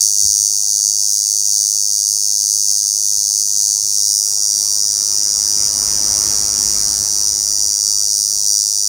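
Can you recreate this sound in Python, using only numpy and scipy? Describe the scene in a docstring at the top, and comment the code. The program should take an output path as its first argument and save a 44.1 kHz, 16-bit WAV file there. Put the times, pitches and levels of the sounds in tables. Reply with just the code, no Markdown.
"""A bright, rasping cicada song close to the microphone, with low wind bumps near the start and one later.
Far traffic hums behind, and one car passes. The cicada's two ribbed drums buckle in turn about a hundred
times a second, ringing the ribs, an air sac and the shell; a fine hiss follows the effort. Traffic and car
are coloured noise, the engine adds sine tones that fall in pitch as it passes, and wind gives dying swings.
"""
import sys
import numpy as np
from scipy import signal
from scipy.io import wavfile
from scipy.ndimage import uniform_filter1d

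SR = 44100
rng = np.random.default_rng(int(sys.argv[2]) if len(sys.argv) > 2 else 0)


def pcm_store(signal):
    """Save signal as 16-bit PCM."""
    levels = np.round(np.clip(np.atleast_2d(signal), -1, 1) * 32767)
    wavfile.write(sys.argv[1], SR, levels.astype(np.int16).T)


N = 391608

# Colour of the far traffic: pitch_hz, level_db (relative, per Hz)
FAR_COLOUR = [(15, -41), (25, -4.5), (54, 1), (104, -7), (140, -18), (165, -11), (229, -10), (336, -13.5),
              (372, -21), (757, -9), (2050, -22.5), (3200, -23), (4160, -28), (7040, -120)]
# Colour of the car's tyres and body: pitch_hz, level_db (relative, per Hz)
CAR_COLOUR = [(15, -40), (25, -10), (38, 1), (64, -2), (136, -7.5), (214, -7), (241, -10.5), (315, -2.5),
              (371, -9), (1290, -11), (1520, -14), (3300, -22), (4290, -23), (7260, -120)]
# Hum of the engine: pitch_hz, level_db (at its nearest), rear_gain_db (added from behind)
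ENGINE_TONES = [(55, -41, 4.5), (107.2, -44.5, 0), (215.3, -46.5, 0), (323, -50, 2), (433, -51, 4.5)]
# Wind bumps on the microphone: start_s, level_db, pitch_hz
WIND_BUMPS = [(0.226, -33, 78.5), (0.248, -25, 69), (0.291, -32, 59.2), (0.399, -36, 67.3),
              (0.559, -36, 43.1), (3.17, -36, 56.5)]
# Colour of the fine hiss: pitch_hz, level_db (relative, per Hz)
HISS_COLOUR = [(2500, -90), (3500, -10.5), (4600, 3.5), (6300, 11), (8800, 4.5), (10300, 6), (11300, 3.5),
               (12300, -6.5), (15800, -3)]
# How hard the insect sings: time_s, effort_db
EFFORT_CURVE = [(0, -10), (.6, -12), (1.4, -12), (1.57, -11), (1.75, -12.5), (2.15, -12.5), (2.4, -12),
                (3.3, -12), (3.45, -12), (4.4, -11.5), (5.1, -12), (8.88, -12.1)]
# How far the insect has turned away: time_s, turn (0 facing, 1 away)
TURN_CURVE = [(0, 0.15), (1.5, 0.05), (3, 0), (3.6, 0), (4.2, 0.87), (4.5, 0.93), (6, 0.96), (7.5, 1.03),
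              (8.2, 1), (8.88, 1)]
# The muscle drifts about an even beat: time_s, late_ms
LATE_CURVE = [(0, -2.2), (.25, -2.08), (.5, -1.7), (.93, -1.16), (1.03, -1.15), (1.2, -.86), (1.35, -.87),
              (1.5, -1.12), (1.95, -1.23), (2.6, -1.33), (2.85, -1.2), (2.99, -.9), (3.37, -.85),
              (3.85, -.43), (4.37, -.07), (4.56, -.49), (5.3, -.56), (5.7, -.98), (6.25, -1.12),
              (6.55, -1.39), (7.1, -1.41), (7.4, -1.59), (8.15, -1.53), (8.46, -1.16), (8.88, -1.25)]
# Delay of the second drum, held and then slid to a new value: start_s, delay_ms
DRUM_DELAYS = [(0, 1.745), (.97, 1.883), (1.12, 1.775), (1.34, 1.707), (1.51, 1.77), (1.8, 1.68),
               (1.91, 1.755), (2.1, 1.865), (2.97, 1.748), (3.09, 1.865), (3.8, 1.81), (4.0, 1.87),
               (4.21, 1.93), (4.74, 1.86), (5.85, 1.805), (7.45, 1.695), (8.08, 1.81), (8.29, 1.73),
               (8.38, 1.83), (8.47, 1.725), (8.58, 1.67), (8.75, 1.7)]
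# Each drum has one row facing and one turned away: first_rib_hz, first_rib_db, second_rib_delay_ms,
# second_rib_hz, second_rib_db, second_ring_t60_ms, air_sac_share (signed), slack_start_ms
FIRST_DRUM_VOICES = [(6310, 9, 0.626, 5260, 3.5, 5.6, 0.17, 1.3),
                     (6220, 6, 0.684, 5980, 5, 3.2, -1.54, 2.02)]
SECOND_DRUM_VOICES = [(6326, 9.26, 0.812, 5140, 1.1, 3.1, 1, 2.07),
                      (6446, 6.04, 0.8274, 5775, 10.95, 7.3, 0.54, 1.277)]
# Shell snaps after a drum buckles: drum (0 first, 1 second), facing_ms, away_ms, wander_ms
SNAP_TIMES = [(0, .02, .02, .004), (1, .02, .02, .004), (0, .9, .9, .03), (1, 1.04, .98, .04),
              (0, 3.65, 3.6, .04), (1, 3.0, 2.94, .02)]
# Strength of each snap: facing_db, away_db, low_modes_db (added below 7000 Hz)
SNAP_LEVELS = [(-2.5, -5, -50), (-1.5, -3, -46), (-15, -33, -33), (-0.5, -0.5, -4), (-20, -18.5, 7),
               (-6.5, -6, -4)]
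# Modes of the shell: pitch_hz, level_db, t60_ms, first_swing (sign)
SHELL_MODES = [(4740, -2.5, 7.4, 1), (6250, -1, 6.3, -1), (7940, -7.5, 4.5, 1), (8910, 2.5, 3.4, -1),
               (9763, 1.5, 2.46, 1), (12000, -15, 4.3, 1), (13000, -8.5, 2.3, -1), (14200, -10.5, 3, 1),
               (14700, -5.5, 3.4, -1)]

# Road
FAR_DB = -50
TYRES_S, TYRES_DB = 6.27, -36  # tyre roar at its nearest
EXHAUST_S, EXHAUST_DB = 6.34, -39.5  # engine rumble at its nearest, a little later
SOUND_M_PER_S, CAR_M_PER_S = 343, 19
CAR_NEAREST_M, GRASS_DB_PER_M = 12, 0.14  # closest distance, extra loss along the verge
# Song
STROKES_PER_S = 102.44
HISS_DB = -19.5  # relative to the effort
SECOND_DB, SECOND_STRAY_DB = 1.2, 0.3  # second drum over the first, and its wander
DELAY_STRAY_MS, DELAY_SCATTER_MS = .016, .005  # held wander; stroke to stroke
FREE_T60_MS, CHOKE_T60_MS = 11.8, 1.95  # first rib's own decay; extra damping once the second rib buckles
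RISE_MS = .11  # time constant of a drum ring's swell
SAC_HZ, SAC_T60_MS = 4800, 6  # air sac
SNAP_SCATTER = .2  # stroke-to-stroke variation, in parts of the held wander
DIP_HZ, DIP_WIDTH_HZ = 11350, 1000  # centre and width of a narrow treble dip
DEEPER_S = 4.35  # from here the dip deepens
# Microphone
EDGE_HZ = 15880  # top of the band


def gain_of(db):
    """Decibels to an amplitude factor."""
    return 10 ** (np.asarray(db) / 20)


def read(points, hz):
    """Levels of a colour table at the frequencies hz, interpolated over log frequency."""
    f, value = np.transpose(points)
    return np.interp(np.log(hz + 1), np.log(f + 1), value, -150, -150)


def curves(rows, t):
    """The columns of a curve table at the times t."""
    s, *columns = np.transpose(rows)
    return [np.interp(t, s, c) for c in columns]


def noise(points, patchy_db, size=1024):
    """Coloured noise of rms 1: random short-time spectra with drifting loud and soft patches."""
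    hz = np.fft.rfftfreq(size, 1 / SR)
    frames = N // (size // 4) + 5
    real, imaginary, patches = rng.standard_normal((frames, len(hz), 3)).T
    patches = uniform_filter1d(patches, size=8, axis=0)  # smooth over frequency
    patches = uniform_filter1d(patches, size=12, axis=1)  # smooth over time
    level_db = read(points, hz)[:, None] + patchy_db * patches / patches.std()
    spectra = (real + 1j * imaginary) * gain_of(level_db)
    x = signal.istft(spectra, nperseg=size, noverlap=size * 3 // 4)[1][:N]
    return x / x.std()


def ring(ms, hz, t60, rise_ms):
    """A struck mode, silent before the blow, then a swelling and dying sine."""
    after = np.maximum(ms, 0)
    decay = gain_of(-60 * after / t60)
    swell = 1 - np.exp(-after / rise_ms)
    return decay * np.sin(2 * np.pi * hz * after / 1000) * swell


def passing(t, nearest_s, nearest_db):
    """Level of a source that drives past: it spreads with distance and the grass swallows more."""
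    metres = np.hypot(CAR_NEAREST_M, CAR_M_PER_S * (t - nearest_s))
    spreading_db = 20 * np.log10(metres / CAR_NEAREST_M)
    return nearest_db - spreading_db - GRASS_DB_PER_M * (metres - CAR_NEAREST_M)


def road(t):
    """Steady far traffic and one car that nears and leaves; its hum drops in pitch as it passes."""
    far = gain_of(FAR_DB) * noise(FAR_COLOUR, 1.54)
    roar_db = passing(t, TYRES_S, TYRES_DB)
    rumble_db = passing(t, EXHAUST_S, EXHAUST_DB)
    car = noise(CAR_COLOUR, 2.0)
    rumble = signal.sosfiltfilt(signal.butter(4, 130, fs=SR, output="sos"), car)
    roar = car - rumble
    near = gain_of(roar_db) * roar / roar.std() + gain_of(rumble_db) * rumble / rumble.std()
    along = CAR_M_PER_S * (t - EXHAUST_S)
    behind = along / np.hypot(CAR_NEAREST_M, along)  # -1 nearing, 1 leaving
    doppler = 1 / (1 + behind * CAR_M_PER_S / SOUND_M_PER_S)
    engine_s = np.cumsum(doppler) / SR  # engine time as heard
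    hum = sum(gain_of(db + rear_db * behind) * np.sin(2 * np.pi * hz * engine_s)
              for hz, db, rear_db in ENGINE_TONES)
    return far + near + gain_of(rumble_db - EXHAUST_DB) * hum


def bumps(t):
    """Wind pushes the microphone: a few low, quickly dying swings with a firmer front."""
    out = np.zeros(N)
    for s, db, hz in WIND_BUMPS:
        ms = (t - s) * 1000
        body = ring(ms, hz, 116, 1.2)
        front = 0.65 * ring(ms, 2.2 * hz, 43, 1.5)
        out += gain_of(db) * (body + front)
    return out


def hiss(t):
    """A fine, coloured noise whose level follows the effort of the song."""
    return gain_of(curves(EFFORT_CURVE, t)[0] + HISS_DB) * noise(HISS_COLOUR, 3.25, size=256)


def wander(count, strokes):
    """Unit chance, one row a stroke, that holds for some strokes and then jumps."""
    draws, scatter, dice = rng.standard_normal((int(N / SR * STROKES_PER_S), count, 3)).T
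    jumps = abs(dice) < 1.25 / strokes  # about one stroke in so many
    held = np.maximum.accumulate(jumps * np.arange(draws.shape[1]), axis=1)
    return (np.take_along_axis(draws, held, axis=1) + 0.04 * scatter).T


def blend(pair, turn):
    """Values between facing and turned away, one column vector each."""
    return [facing + (away - facing) * turn for facing, away in zip(*pair)]


def drum(ms, pair, turn, chance):
    """The first rib sets the drum ringing; the second chokes that ring and starts its own and the air sac."""
    high_hz, high_db, rib_ms, low_hz, low_db, low_t60, sac, slack_ms = blend(pair, turn)
    later = ms - rib_ms - .008 * chance[:, :1]  # time since the second rib buckles
    choke = gain_of(high_db - 60 * np.maximum(later, 0) / CHOKE_T60_MS)
    first = choke * ring(ms, high_hz * (1 + .003 * chance[:, 1:2]), FREE_T60_MS, RISE_MS)
    second = gain_of(low_db + .5 * chance[:, 2:3]) * ring(later, low_hz, low_t60, RISE_MS)
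    air_sac = sac * ring(later, SAC_HZ, SAC_T60_MS, RISE_MS)
    # the fully buckled drum weakens the second ring and the air sac
    slack = gain_of(-9 * np.clip((ms - slack_ms) / 0.41, 0, 1))
    return first + slack * (second + air_sac)


def snap(ms, low_db):
    """A sudden jerk rings the short modes of the shell."""
    return sum(np.sign(sense) * gain_of(db + low_db * (hz < 7000)) * ring(ms, hz, t60, 0.031)
               for hz, db, t60, sense in SHELL_MODES)


def radiate(song):
    """The small body sends out little below its rings, and no bass."""
    steep = signal.sosfiltfilt(signal.butter(6, 4300, "high", fs=SR, output="sos"), song)
    shelf = signal.sosfiltfilt(signal.butter(4, 3350, "high", fs=SR, output="sos"), song)
    return steep + gain_of(-12.5) * (shelf - steep)


def cicada():
    """Each muscle stroke buckles both drums in turn and snaps the shell; one row of samples a stroke."""
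    chance = wander(count=9 + 2 * len(SNAP_TIMES), strokes=9)
    beat = np.arange(1, len(chance) + 1)[:, None] / STROKES_PER_S
    late_ms = curves(LATE_CURVE, beat)[0]
    effort_db = curves(EFFORT_CURVE, beat)[0]
    turn = curves(TURN_CURVE, beat)[0]

    jump_s, delay_ms = np.transpose(DRUM_DELAYS)
    gap_ms = delay_ms[np.searchsorted(jump_s, beat) - 1] + DELAY_STRAY_MS * chance[:, 7:8]
    gap_ms = uniform_filter1d(gap_ms, size=4, axis=0)  # slide over a few strokes
    gap_ms = gap_ms + DELAY_SCATTER_MS * rng.standard_normal(beat.shape)
    second_db = SECOND_DB + SECOND_STRAY_DB * chance[:, -1:]

    jitter_ms = 0.014 * rng.standard_normal(beat.shape)
    onset = (beat + (late_ms + jitter_ms) / 1000) * SR  # in samples
    at = onset.astype(int) + np.arange(400)
    first_ms = (at - onset) * 1000 / SR
    since = first_ms, first_ms - gap_ms  # time since each drum buckles
    rows = drum(since[0], FIRST_DRUM_VOICES, turn, chance[:, :3])
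    rows += gain_of(second_db) * drum(since[1], SECOND_DRUM_VOICES, turn, chance[:, 3:6])

    loose = chance + SNAP_SCATTER * rng.standard_normal(chance.shape)
    for k, (times, levels) in enumerate(zip(SNAP_TIMES, SNAP_LEVELS)):
        side, near_ms, away_ms, stray_ms = times
        near_db, away_db, low_db = levels
        slip = loose[:, 8 + 2 * k:9 + 2 * k]  # chance in timing
        luck = loose[:, 9 + 2 * k:10 + 2 * k]  # chance in strength
        level = gain_of(near_db + (away_db - near_db) * turn + 1.4 * luck)
        ms = near_ms + (away_ms - near_ms) * turn + stray_ms * slip
        rows += level * snap(since[round(side)] - ms, low_db)

    rows *= gain_of(effort_db + 0.65 * chance[:, 6:7])
    song = np.bincount(at.ravel(), rows.ravel(), N + SR)[:N]  # lay the strokes along time
    return radiate(song)


def treble_dip(song, t):
    """A narrow treble dip, deeper from DEEPER_S on."""
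    notched = signal.filtfilt(*signal.iirnotch(DIP_HZ, DIP_HZ / DIP_WIDTH_HZ, SR), song)
    depth = .55 + .37 * np.clip((t - DEEPER_S) / .15, 0, 1)
    return song + depth * (notched - song)


def scene():
    """Road and wind behind the song and its hiss."""
    t = np.arange(N) / SR
    background = road(t) + bumps(t)
    song = treble_dip(cicada() + hiss(t), t)
    return (song + background)[None]


def record(dry):
    """The microphone drops the deepest bass; then a steep filter limits the treble."""
    cut = signal.sosfilt(signal.butter(3, 38, "high", fs=SR, output="sos"), dry)
    band_limit = signal.firwin(1535, EDGE_HZ, window=("kaiser", 9), fs=SR)
    return signal.oaconvolve(cut, band_limit[None], "same")


dry = scene()
out = record(dry)
pcm_store(out)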